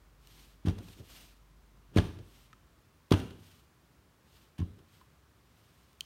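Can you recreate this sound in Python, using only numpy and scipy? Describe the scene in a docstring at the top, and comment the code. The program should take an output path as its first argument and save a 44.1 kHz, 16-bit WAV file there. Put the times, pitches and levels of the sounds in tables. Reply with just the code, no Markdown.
"""A large acrylic block with a rubber stamp lands four times on paper on a crafting table, in a small room.
Each time an edge hits and the face comes down flat: soft pulses ring the tabletop's modes as a thud,
and grainy noise rings the block's modes as a clack. Hands and rubber brush the paper in swells of hiss with a
dull rumble below; damped modes make the block tick in the grip and, at the end, click sharply.
Quiet room air and a fading low drone lie underneath."""
import sys
import numpy as np
from scipy import signal
from scipy.fft import rfft, irfft, next_fast_len
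from scipy.io import wavfile
from scipy.ndimage import map_coordinates

SR = 44100
rng = np.random.default_rng(int(sys.argv[2]) if len(sys.argv) > 2 else 0)


def unload_wav(signal):
    """Save mono or channel-first audio to the path in sys.argv[1] as 16-bit WAV at rate SR, clipped to [-1, 1]."""
    wavfile.write(
        sys.argv[1],
        SR,
        np.round(np.clip(np.atleast_2d(signal).T, -1, 1) * 32767).astype(np.int16),
    )


N = 267025
TIME = np.arange(N) / SR  # seconds

# room air: (frequency [Hz], relative density [dB per Hz])
AIR_SPECTRUM = [(20, -44), (33, -26), (45, -13.5), (62, 0.5), (88, -6), (138, -5), (204, -11.5), (328, -14),
                (500, -18.5), (800, -21.5), (1100, -18), (2000, -25), (5000, -30.7), (10500, -36),
                (15000, -35.5)]
# small hard ticks: (time [s], level [dB], lowest mode [Hz], brightness [dB per octave])
TICK_EVENTS = [(.2727, -48.5, 2940, 6.5), (2.5302, -42, 1290, -1), (4.617, -43, 1050, -9),
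               (5.013, -47, 1030, -15), (5.931, -66, 3000, 11), (6.0078, -21, 3130, -1)]
# modes of a tick: (multiple of the lowest mode [ratio], Q [ratio], level [dB])
TICK_MODES = [(1, 10.5, -3.5), (1.35, 4.7, -2.5), (2.0, 4.6, -5), (2.8, 5.5, -8.5), (4.4, 6.9, -11)]
# hand and rubber slide over the paper: (time of the middle [s], level [dB], half length [s])
SLIDES = [(.387, -61, .13), (.89, -60, .085), (.99, -62, .025), (1.12, -59, .036), (1.19, -56.7, .12),
          (2.368, -65.3, .12), (3.5, -64, .11), (4.365, -68.7, .11), (4.96, -68.5, .072), (5.73, -73, .31)]
# sliding on paper: (frequency [Hz], relative density [dB per Hz])
PAPER_SPECTRUM = [(150, -22), (700, -1), (1800, -2.5), (3000, 4), (5000, -1), (7500, -5.5), (9500, -4),
                  (10400, -14), (12000, -3.5), (16000, -12.5)]
# low bumps with a short scuff: (time [s], bump level [dB], scuff level [dB])
BUMPS = [(.698, -40, -48), (.786, -48, -47.5), (.886, -60, -53.5), (.998, -49.5, -55), (1.944, -50, -58),
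         (2.189, -50.5, -56), (2.531, -68, -67), (3.307, -50, -53), (4.79, -60, -58.5)]
# dull rumble of the tabletop: (frequency [Hz], relative density [dB per Hz])
RUMBLE_SPECTRUM = [(30, -17), (50, -4.5), (100, 1), (150, -4.5), (260, -7), (400, -9.5), (540, -19.5),
                   (900, -31.5), (2000, -54.5)]
# the block lands: (graze time [s], graze level [dB], edge hit time [s], edge level [dB],
# face flat time [s], face level [dB], rubber slap time [s], slap level [dB], slap rise [s], slap t60 [s])
LANDINGS = [(.659, -48.5, .6531, -26, .6839, -23.5, .686, -41.5, .016, .09),
            (1.961, -40.5, 1.9647, -11.5, 1.9852, -19, 1.984, -28, .009, .06),
            (3.110, -35, 3.1172, -7.8, 3.1362, -21.5, 3.1215, -21.7, .0008, .03),
            (4.583, -47.5, 4.5931, -31, 4.6172, -29, 4.601, -51.5, .005, .04)]
# modes of the tabletop: (frequency [Hz], width [Hz], level [dB])
TABLETOP_MODES = [(45, 9, -5.5), (94.5, 16, 5.5), (108.4, 9.2, -1.5), (153, 36, 0), (196.5, 12, -5.5),
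                  (251, 10, -4.5), (296, 20, 0), (382.4, 14, -2.5), (540, 14, -4), (660, 34, -4)]
# rubber slapping on paper: (frequency [Hz], relative density [dB per Hz])
SLAP_SPECTRUM = [(60, -10), (250, 4), (470, 2.5), (800, 2.5), (1300, -2), (2100, -7), (3100, -7),
                 (4600, -14.5), (6000, -16), (7600, -25), (9500, -22.5), (10500, -31), (12000, -27),
                 (16000, -36.5)]
# modes of the acrylic block: (frequency [Hz], width [Hz], level [dB])
BLOCK_MODES = [(1018, 35, -7), (1195, 35, -6), (1398, 35, -6), (1680, 45, -3.5), (2760, 120, -4.5),
               (3000, 40, -5), (3195, 30, -1), (3360, 250, -7), (3900, 500, -14), (9160, 858, -11.5)]
# decay of the room: (frequency [Hz], t60 [s])
ROOM_DECAY = [(60, 0.536), (120, 0.66), (380, 0.57), (1000, 0.52), (3000, 0.61), (6000, 0.584),
              (12000, 0.73)]

DRONE_HZ, DRONE_DB = 49, -62
DRONE_FADE_START_S, DRONE_FADE_DB_PER_S = 2.3, 25
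DRAG_DB = -7  # a slide also rumbles in the table; relative to its hiss
BUMP_LAG_S, BUMP_HALF_S = .012, .03  # a bump is a soft swell that peaks just after its scuff
RUMBLE_DB, RUMBLE_T60_S = -20, .62  # rumble that dies away after a landing; relative to the face
PUSH_HZ, PUSH_DB_PER_OCTAVE = 325, 26  # pitch of a 0 dB push, the face apart; softer ones are longer and lower
FACE_HZ = 68  # pitch of the push of the broad face
TABLE_PERIOD_S = .0112  # further low pushes, one table period before and after the face
BEFORE_DB, AFTER_DB = 2, .5  # those two pushes, relative to the face
CLACK_DB = -6  # a clack comes with the push before the face; relative to the slap
FLATTEN_DB, FLATTEN_DULL_DB = -9, -1.5  # ridges flatten under the face: relative to the slap, and dB per octave
AFTER_HISS_LAG_S, AFTER_HISS_DB = .075, -24.5  # a faint bright hiss swells shortly after the slap; relative to it
TOP_HZ = 15850  # band limit of the microphone


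def amp(db):
    """Decibels to gain."""
    return 10 ** (np.asarray(db) / 20)


def unit(x):
    """Scale to rms 1."""
    return x / np.sqrt(np.mean(x ** 2) + 1e-20)


def along(points, hz):
    """Read a curve of (Hz, value) points on a log frequency axis."""
    f, values = np.transpose(points)
    return np.interp(np.log(hz + 1), np.log(f + 1), values)


def filtered(x, response):
    """Shape x with a complex response of frequency."""
    size = next_fast_len(N + SR // 4, real=True)
    spectrum = rfft(x, size) * response(np.fft.rfftfreq(size, 1 / SR))
    return irfft(spectrum, size)[:N]


def resonances(modes, f):
    """Causal response of a body that rings in (Hz, width Hz, dB) modes."""
    total = 0
    for hz, width, db in modes:
        damping = 1j * f * width
        total = total + amp(db) * damping / (hz * hz - f * f + damping)
    return total


def noise(spectrum):
    """Coloured noise of rms 1."""
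    white = rng.standard_normal(N)
    return unit(filtered(white, lambda f: amp(along(spectrum, f))))


def wobble(rate):
    """A smooth random curve with rate knots a second."""
    knots = rng.standard_normal(int(N * rate / SR) + 4)
    return map_coordinates(knots, [TIME * rate])


def swells(rows):
    """Smooth rises and falls of gain from (s, dB, half length s) rows, summed as power."""
    power = 0
    for s, db, half in rows:
        power = power + amp(db) ** 2 * np.exp(-np.minimum(2 * ((TIME - s) / half) ** 2, 20))
    return np.sqrt(power)


def background():
    """Quiet room air, never quite steady, with a low drone that fades away."""
    air = amp(-64.5 + 0.23 * wobble(5.9)) * noise(AIR_SPECTRUM)
    drone = np.sqrt(2) * np.sin(2 * np.pi * DRONE_HZ * TIME + .3 * wobble(18))
    drone_db = DRONE_DB - DRONE_FADE_DB_PER_S * np.maximum(TIME - DRONE_FADE_START_S, 0)
    return air + amp(drone_db) * drone


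def ticks(rebound_cycles=5, rebound_db=-6):
    """A hard contact rings for a few cycles, damped by the hand, and chatters once in step with its lowest mode."""
    out = np.zeros(N + SR)
    t = np.arange(SR // 30) / SR
    for s, db, hz, brightness in TICK_EVENTS:
        # little radiates below the lowest mode
        below_modes = signal.butter(6, .85 * hz, "high", fs=SR, output="sos")
        for lag, loss_db in [(0, 0), (rebound_cycles, rebound_db)]:
            cycles = np.maximum(hz * t - lag, 0)
            ring = np.zeros(len(t))
            for multiple, q, level in TICK_MODES:
                decay = np.exp(-np.pi * multiple * cycles / q)
                gain = amp(level + brightness * np.log2(multiple))
                ring += gain * np.sin(2 * np.pi * multiple * cycles) * decay
            out[round(s * SR):][:len(t)] += amp(db + loss_db) * signal.sosfilt(below_modes, ring)
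    return out[:N]


def brushing(flutter_db=1.4):
    """Skin and rubber slide over the paper with a soft, fluttering hiss that swells and fades with their speed."""
    return swells(SLIDES) * amp(flutter_db * wobble(60)) * noise(PAPER_SPECTRUM)


def rumbling(rise=.012):
    """The tabletop rumbles dully after landings, at bumps and along slides: low noise under smooth envelopes."""
    bumps = swells([(s + BUMP_LAG_S, bump_db, BUMP_HALF_S) for s, bump_db, _ in BUMPS])
    force = np.hypot(bumps, amp(DRAG_DB) * swells(SLIDES))
    for _, _, _, _, face_s, face_db, *_ in LANDINGS:
        t = TIME - face_s
        after_db = face_db + RUMBLE_DB - 60 * np.maximum(t, 0) / RUMBLE_T60_S
        after_landing = amp(after_db) * np.exp(np.minimum(t, 0) / rise)
        force = np.hypot(force, after_landing)
    return force * noise(RUMBLE_SPECTRUM)


def blows():
    """The edge hit, then the face with a low push before and after it: rows of (s, dB, pitch of the push Hz)."""
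    for _, _, edge_s, edge_db, face_s, face_db, *_ in LANDINGS:
        edge = (edge_s, edge_db)
        before_face = (face_s - TABLE_PERIOD_S, face_db + BEFORE_DB)
        after_face = (face_s + TABLE_PERIOD_S, face_db + AFTER_DB)
        for s, db in [edge, before_face, after_face]:
            yield s, db, PUSH_HZ * 2 ** (db / PUSH_DB_PER_OCTAVE)
        yield face_s, face_db, FACE_HZ


def thuds():
    """Each cushioned blow pushes the air out and back once, and sets the tabletop ringing."""
    push = np.zeros(N)
    for s, db, hz in blows():
        phase = 2 * np.pi * hz * (TIME - s)
        near = np.abs(phase) < 2 * np.pi
        push[near] -= amp(db) * phase[near] * np.exp((1 - phase[near] ** 2) / 2)
    ringing = filtered(push, lambda f: resonances(TABLETOP_MODES, f))
    return amp(-5) * push + ringing


def touch(grains, s, db, rise, t60, bright_db, tilt_hz=1500):
    """One burst of contact noise: the grains swell and die away, tilted by bright_db per octave."""
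    out = np.zeros(N)
    near = slice(round((s - .15) * SR), round((s + .15) * SR))
    t = TIME[near] - s
    force = amp(db - 60 * np.maximum(t, 0) / t60) * np.exp(np.minimum(t, 0) / rise)
    size = next_fast_len(len(t))
    octaves = np.log2(np.fft.rfftfreq(size, 1 / SR) / tilt_hz + .1)  # the offset limits the tilt in the bass
    tilted = irfft(rfft(grains[near], size) * amp(bright_db * octaves), size)
    out[near] = force * tilted[:len(t)]
    return out


def slaps(grain_db=3.5):
    """Rubber meets paper in crowds of tiny contacts, drawn as grainy noise, that ring the block's modes."""
    contacts = np.zeros(N)
    grains = unit(noise(SLAP_SPECTRUM) * amp(grain_db * wobble(700)))
    for graze_s, graze_db, _, _, face_s, _, slap_s, slap_db, rise, t60 in LANDINGS:
        # bright grazing touch near the edge hit
        contacts += touch(grains, graze_s, graze_db, rise=.001, t60=.07, bright_db=4)
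        contacts += touch(grains, face_s - TABLE_PERIOD_S, slap_db + CLACK_DB, rise=.003, t60=.02, bright_db=1)
        contacts += touch(grains, slap_s, slap_db, rise, t60, bright_db=.4)
        contacts += touch(grains, face_s, slap_db + FLATTEN_DB, rise=.006, t60=.1, bright_db=FLATTEN_DULL_DB)
        hiss_s, hiss_db = slap_s + AFTER_HISS_LAG_S, slap_db + AFTER_HISS_DB
        contacts += touch(grains, hiss_s, hiss_db, rise=.03, t60=.12, bright_db=4)
    for s, _, scuff_db in BUMPS:
        contacts += touch(grains, s, scuff_db, rise=.003, t60=.04, bright_db=3)
    return amp(-4) * filtered(contacts, lambda f: 1 + resonances(BLOCK_MODES, f))


def room(x, near_db, tail_db, near_t60=0.11, delay=.014, scatter_hz=450):
    """Small things on the table scatter the treble at once; the walls follow, differently for each landing."""
    out = np.zeros(N)
    small_things = signal.butter(2, scatter_hz, "high", fs=SR, output="sos")
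    for part in np.array_split(np.arange(N), 4):  # each quarter holds one landing
        # the walls: noise that dies away at its own pace in each band
        hz, t, bands = signal.stft(rng.standard_normal(SR // 2), SR, nperseg=256)
        decay = amp(-60 * t / along(ROOM_DECAY, hz)[:, None])
        tail = signal.istft(bands * decay, SR, nperseg=256)[1]
        t = np.arange(len(tail)) / SR
        tail *= 1 - np.exp(-(t / delay) ** 2)
        near = signal.sosfilt(small_things, rng.standard_normal(len(t)) * amp(-60 * t / near_t60))
        answer = amp(near_db) * near / np.linalg.norm(near) + amp(tail_db) * tail / np.linalg.norm(tail)
        wet = signal.fftconvolve(x[part], answer)[:N - part[0]]
        out[part[0]:][:len(wet)] += wet
    return out


def clatter(count=3):
    """The block sends different detail in each direction, so the room answers it evenly."""
    answers = sum(room(slaps(), near_db=-13.5, tail_db=-9.5) for _ in range(count))
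    return slaps() + answers / np.sqrt(count)


def scene():
    """The close sounds in their room, over the background."""
    table, clicks = thuds(), ticks()
    table = table + room(table, near_db=-13, tail_db=-12.5)
    clicks = clicks + room(clicks, near_db=-28, tail_db=-18.5)
    return (table + clatter() + clicks + rumbling() + brushing() + background())[None]


def record(dry):
    """The microphone drops the deepest bass and keeps nothing above its band limit."""
    low_cut = signal.butter(4, 35, "high", fs=SR, output="sos")
    return filtered(signal.sosfilt(low_cut, dry[0]), lambda f: f < TOP_HZ)[None]


dry = scene()
out = record(dry)
unload_wav(out)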